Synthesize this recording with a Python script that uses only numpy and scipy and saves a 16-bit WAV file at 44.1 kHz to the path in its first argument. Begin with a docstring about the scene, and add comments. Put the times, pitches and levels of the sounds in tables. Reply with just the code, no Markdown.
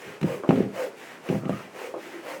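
"""Wooden bowl on a workbench

A carved bowl is tipped over, knocked empty, rocked back and set down in a small workshop. Each impact
thuds in the bench and excites the damped modes of bowl and bench; edges click, the bowl scrapes
faintly, and two lighter clatters of taps are heard. Nearby a hand tool rubs to and fro over wood,
two strokes a second each way, its friction noise swelling with its speed."""
import sys
import numpy as np
from scipy import signal
from scipy.fft import rfft, irfft
from scipy.io import wavfile
from scipy.ndimage import uniform_filter1d

SR = 44100
rng = np.random.default_rng(int(sys.argv[2]) if len(sys.argv) > 2 else 0)


def dump(signal):
    """Clip the signal to [-1, 1] and save it as 16-bit WAV at the path in sys.argv[1]."""
    limited = np.clip(np.atleast_2d(signal).T, -1, 1)
    pcm = np.round(limited * 32767).astype(np.int16)
    wavfile.write(sys.argv[1], SR, pcm)


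N = 105840

# spectrum of a contact tick: frequency_hz, relative_db
TICK_SPECTRUM = [(300, -24), (1000, 7), (1700, 2.5), (2800, 5.5), (3400, -6.5), (4100, -4.5), (4800, -19),
                 (5700, -11), (9000, -27), (16000, -53)]


def amp(db):
    """Decibels to amplitude ratio."""
    return 10 ** (np.asarray(db) / 20)


def unit_rms(x):
    """Normalisation to rms 1."""
    return x / np.sqrt(np.mean(x ** 2) + 1e-20)


def read(points, hz):
    """Interpolation on a log-frequency axis."""
    f, value = np.transpose(points)
    return np.interp(np.log(hz + 1), np.log(f + 1), value)


def add(mix, start_s, sound):
    """Superposition: a sound joins the mix at its start time."""
    at = round(start_s * SR)
    sound = sound[max(-at, 0):]
    part = mix[max(at, 0):][:len(sound)]
    part += sound[:len(part)]


def noise(spectrum):
    """Spectral shaping of white noise, rms 1."""
    gain = amp(read(spectrum, np.fft.rfftfreq(N, 1 / SR)))
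    return unit_rms(irfft(rfft(rng.standard_normal(N)) * gain, N))


def pulse(spectrum, corner_hz=None, size=4096, rolloff_order=3.47):
    """Minimum-phase impact pulse, energy 1; a soft contact acts as a low-pass filter."""
    hz = abs(np.fft.fftfreq(size, 1 / SR))
    gain = amp(read(spectrum, hz))
    if corner_hz:
        gain = gain / np.hypot(1, np.minimum(hz / corner_hz, 20) ** rolloff_order)
    log_response = np.conj(signal.hilbert(np.log(gain)))
    out = np.fft.ifft(np.exp(log_response)).real[:size // 2]
    return out / np.linalg.norm(out)


def dense_modes(t60_s, size=8192):
    """Modal overlap: the crowded modes of wood merge into decaying noise, energy 1."""
    out = rng.standard_normal(size) * amp(-60 * np.arange(size) / SR / t60_s)
    return out / np.linalg.norm(out)


def rub(hz, width_hz):
    """Forced resonance: friction noise drives two resonators in series along the curve hz, rms 1."""
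    phasor = np.exp(2j * np.pi * np.cumsum(hz) / SR)
    pole = np.exp(-np.pi * width_hz / SR)
    x = rng.standard_normal(len(hz))
    for _ in range(2):
        x = 2 * (phasor * signal.lfilter([1 - pole], [1, -pole], x / phasor)).real
    return unit_rms(x)


def background():
    """Noise floor: stationary broadband noise, strongest in the low middle range."""
    # frequency_hz, relative_db
    floor_spectrum = [(25, -32), (70, -16), (130, -1), (200, 5), (450, 8), (800, 2), (2500, -5),
                      (3600, -13.5), (8000, -18.5), (16000, -29.5)]
    return amp(-47.5) * noise(floor_spectrum)


def reverberation(x, size=32768, gap_samples=200):
    """Diffuse field: after a short gap, each band decays exponentially at its own rate."""
    # decay of the workshop: frequency_hz, t60_s
    decay_times = [(100, 0.44), (250, 0.47), (500, 0.32), (1500, 0.15), (4000, 0.14), (12000, 0.12)]
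    hz, t, bands = signal.stft(rng.standard_normal(size), SR, nperseg=256)
    decay = np.exp(-np.log(1000) * t / read(decay_times, hz)[:, None])
    tail = signal.istft(bands * decay, SR, nperseg=256)[1]
    tail[:gap_samples] = 0
    return signal.fftconvolve(x, tail / np.linalg.norm(tail))[:N]


def patchy(x, depth_db=1.5, patch_hz=298, patch_s=0.027, size=512):
    """Random spectral modulation: the colour of friction wanders in small patches, rms 1."""
    hop = size // 4
    bands = signal.stft(x, nperseg=size, noverlap=size - hop)[2]
    field = uniform_filter1d(rng.standard_normal(bands.shape), round(patch_hz * size / SR), axis=0)
    field = unit_rms(uniform_filter1d(field, round(patch_s * SR / hop), axis=1))
    out = signal.istft(bands * amp(depth_db * field), nperseg=size, noverlap=size - hop)[1]
    return unit_rms(out[:len(x)])


def arch(length_s, skew, shape):
    """Amplitude envelope of one swell; a skew above 1 peaks late, a higher shape is narrower."""
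    return abs(np.sin(np.pi * np.linspace(0, 1, round(length_s * SR)) ** skew)) ** shape


def strokes(rows, spectrum, skew, shape, fizz_skew_ratio, fizz_shape_ratio, fizz_extra_s):
    """Sliding friction: grainy hiss swells with tool speed; a hollow resonance glides and lingers."""
    grain_db, grain_s, linger_s = 1, 0.00214, 0.027
    lowpass = signal.butter(2, 4600, fs=SR, output="sos")
    out = np.zeros(N)
    for start_s, length_s, hiss_db, hollow_db, from_hz, to_hz in rows:
        roughness = unit_rms(uniform_filter1d(rng.standard_normal(N), round(grain_s * SR)))
        hiss = amp(hiss_db + grain_db * roughness) * patchy(noise(spectrum))
        body = signal.sosfiltfilt(lowpass, hiss)
        fizz = hiss - body
        swell = arch(length_s, skew, shape)
        add(out, start_s, swell * body[:len(swell)])
        swell = arch(length_s + fizz_extra_s, skew * fizz_skew_ratio, shape * fizz_shape_ratio)
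        add(out, start_s, swell * fizz[:len(swell)])
        swell = arch(length_s + linger_s, skew=0.97, shape=1.46)
        hollow = rub(np.linspace(from_hz, to_hz, len(swell)), width_hz=105)
        add(out, start_s, amp(hollow_db) * swell * hollow)
    return out


def hand_tool():
    """Reciprocating friction: pushes alternate with pulls of softer, flatter-topped hiss."""
    # strokes: start_s, length_s, hiss_db, hollow_db, hollow_from_hz, hollow_to_hz
    pushes = [(0.205, 0.21, -39, -34.5, 585, 370), (0.72, 0.18, -36.5, -33, 615, 406),
              (1.215, 0.21, -40.5, -42, 506, 440), (1.72, 0.21, -39.5, -39.5, 454, 446),
              (2.215, 0.19, -38.5, -41, 554, 520)]
    pulls = [(-0.03, 0.22, -45, -45.5, 455, 400), (0.475, 0.19, -44, -34, 466, 393),
             (0.965, 0.23, -45.5, -58, 430, 437), (1.48, 0.21, -45.5, -52, 403, 400),
             (1.975, 0.27, -45.5, -44, 302, 373)]
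    # friction spectra: frequency_hz, relative_db
    push_spectrum = [(60, -43), (150, -27.5), (300, 5.5), (700, 5), (1000, 4.5), (1400, -0.5), (2000, 1),
                     (2900, -4), (3500, -12), (4800, -13.5), (6500, -14.5), (9000, -17.5), (11000, -20.5),
                     (17000, -21.5)]
    pull_spectrum = [(65, -42), (130, -11), (300, -12.5), (700, 2.5), (1150, -1.5), (1900, 3.5),
                     (2900, -2.5), (3600, -9.5), (4800, -14.5), (6000, -12.5), (9000, -18), (11000, -21),
                     (17000, -22)]
    forward = strokes(pushes, push_spectrum, skew=0.92, shape=1.21,
                      fizz_skew_ratio=1.08, fizz_shape_ratio=0.87, fizz_extra_s=0.011)
    back = strokes(pulls, pull_spectrum, skew=0.86, shape=0.48,
                   fizz_skew_ratio=0.73, fizz_shape_ratio=1.23, fizz_extra_s=-0.005)
    return forward + back


def slides():
    """Friction excites a narrow band of noise as the bowl is dragged and settled."""
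    # scrapes on the bench: start_s, length_s, level_db, pitch_hz, width_hz
    scrapes = [(0.04, 0.09, -47.5, 166, 151), (1.373, 0.29, -44.5, 1230, 167)]
    out = np.zeros(N)
    for start_s, length_s, level_db, pitch_hz, width_hz in scrapes:
        swell = arch(length_s, skew=1, shape=1)
        add(out, start_s, amp(level_db) * swell * rub(np.full(len(swell), pitch_hz), width_hz))
    return out


def clicks():
    """Brief contacts have wide spectra: sharp edges catch with a crisp tick as the bowl shifts."""
    # edge catches: start_s, tick_db, snap_db
    catches = [(0.2128, -16, -26.5), (0.229, -10, -27), (1.494, -23, -30)]
    # spectrum of the snap: frequency_hz, relative_db
    snap_spectrum = [(1000, -52), (4000, -5), (6500, 9), (10000, 2), (16000, -9)]
    out = np.zeros(N)
    for start_s, tick_db, snap_db in catches:
        contact = amp(tick_db) * pulse(TICK_SPECTRUM) + amp(snap_db) * pulse(snap_spectrum)
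        add(out, start_s, signal.fftconvolve(contact, dense_modes(t60_s=0.036)))
    return out


def taps():
    """Heavy damping: light impacts on wood clatter with no pitched ring."""
    # light impacts: start_s, relative_db, corner_hz
    impacts = [(0.4351, -16, 2800), (0.443, -15.5, 1800), (0.458, -23, 2200), (0.473, -21, 1800),
               (1.940, -15.5, 1510), (1.949, -21, 1020), (1.963, -18.5, 1100), (1.978, -21.5, 1000)]
    # spectrum of a tap: frequency_hz, relative_db
    tap_spectrum = [(60, -30), (170, -8.5), (330, 11.5), (600, 9), (850, -1), (1200, 2.5), (1800, -12),
                    (3000, -19), (10000, -38)]
    out = np.zeros(N)
    for start_s, relative_db, corner_hz in impacts:
        tap = signal.fftconvolve(pulse(tap_spectrum, corner_hz), dense_modes(t60_s=0.061))
        add(out, start_s, amp(12 + relative_db) * tap)
    return out


def knocks():
    """Impact excitation: each contact gives a thud, a tick and free vibration of bowl and bench."""
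    # bowl meets bench: start_s, thud_relative_db, corner_hz, ring_db, tick_relative_db, t60_ratio
    impacts = [(0.215, -22, 464, -15, -32, 0.46), (0.2275, -11.5, 236, -5, -24, 0.33),
               (0.2425, -7.5, 344, -5.5, -45, 0.36), (0.2483, -15.5, 356, -10, -47, 0.32),
               (0.293, -28, 500, -21, -33, .4), (0.4904, -1.5, 438, 0.5, -11, 1),
               (0.5079, -7.5, 1300, -4.5, -18.5, 0.79), (0.5268, -5.5, 463, -3, -32, 0.75),
               (0.557, -19, 635, -14, -18.5, 0.76), (0.576, -9.5, 540, -13, -31, 0.8),
               (0.587, -14, 456, -8.5, -37, 0.94), (0.604, -7, 463, -13, -35, 1),
               (0.634, -25, 655, -13.5, -42, 0.94), (0.6585, -15, 495, -20, -36, 1),
               (1.289, -15, 400, -36, -14, .6), (1.2997, -11.5, 433, -4, -29, 0.53),
               (1.319, -15, 690, -17, -35, 0.6), (1.327, -16.5, 900, -20, -33, 1),
               (1.341, -24, 616, -5, -39, 0.95), (1.3545, -17, 740, -17, -35, 0.69),
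               (1.367, -28, 606, -26, -43, 1), (1.435, -23.5, 714, -41, -48, 1),
               (1.455, -15, 483, -10.5, -24.5, 0.93), (1.4947, -11.5, 1000, -9.5, -25, 0.33),
               (1.505, -21, 800, -13, -41, 0.6), (1.521, -29, 290, -9, -45, 0.77),
               (1.54, -27.5, 290, -18.5, -50, 0.26)]
    # normal modes: frequency_hz, relative_db, free_t60_s
    bowl_modes = [(198.7, -11, 0.2), (272.3, -21.5, 0.16), (343.8, -29, 0.42), (393.4, -27.5, .2),
                  (518, -30.5, 0.24), (580, -38.5, 0.25), (646, -29, 0.3), (785.3, -25.5, 0.14),
                  (1140, -32.5, 0.062), (1246, -40, 0.16), (1470, -49, 0.066), (2500, -58, 0.094)]
    bench_modes = [(116.6, -24.5, 0.28), (162.7, -20, 0.16)]
    # spectrum of the thud: frequency_hz, relative_db
    thud_spectrum = [(30, -33.5), (65, -40.5), (80, -26.5), (100, -3.5), (150, -1), (230, 2.5), (400, -1),
                     (800, -8), (1500, -13.5), (3000, -7), (8000, -2)]
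    thud_gain_db, tick_gain_db, ring_rise_s = 15, 3.5, 0.0024
    out, t = np.zeros(N), np.arange(SR // 2) / SR
    for start_s, thud_db, corner_hz, ring_db, tick_db, t60_ratio in impacts:
        bench = amp(-4) * dense_modes(t60_s=0.07)
        bench[0] += 1  # the direct pulse
        thud = signal.fftconvolve(pulse(thud_spectrum, corner_hz), bench)
        add(out, start_s, -amp(thud_gain_db + thud_db) * thud)
        ring = np.zeros(len(t))
        for hz, db, free_t60_s in bowl_modes + bench_modes:
            strength = amp(db) / np.hypot(1, hz / (2 * corner_hz))  # soft contact weakens high modes
            decay = np.exp(-np.log(1000) * t / (free_t60_s * t60_ratio))  # below 1 the hand damps it
            ring += strength * decay * np.sin(2 * np.pi * hz * t)
        add(out, start_s, -amp(ring_db) * ring * (1 - np.exp(-t / ring_rise_s)))
        tick = signal.fftconvolve(pulse(TICK_SPECTRUM), dense_modes(t60_s=0.05))
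        add(out, start_s, amp(tick_gain_db + tick_db) * tick)
    return out


def scene():
    """Superposition of direct sound, the workshop's reverberant field and the noise floor."""
    wood = knocks() + taps() + clicks() + slides()
    tool = hand_tool()
    room = reverberation(amp(-15) * wood + amp(-8.5) * tool)
    return (wood + tool + room + background())[None]


def record(dry, low_cut_hz=85, high_cut_hz=17250):
    """Band limiting: the microphone's bass cut, then a steep low-pass."""
    thin = signal.sosfilt(signal.butter(3, low_cut_hz, "high", fs=SR, output="sos"), dry)
    lowpass = signal.firwin(511, high_cut_hz, window=("kaiser", 9), fs=SR)
    return signal.oaconvolve(thin, lowpass[None], "same")


dry = scene()
out = record(dry)
dump(out)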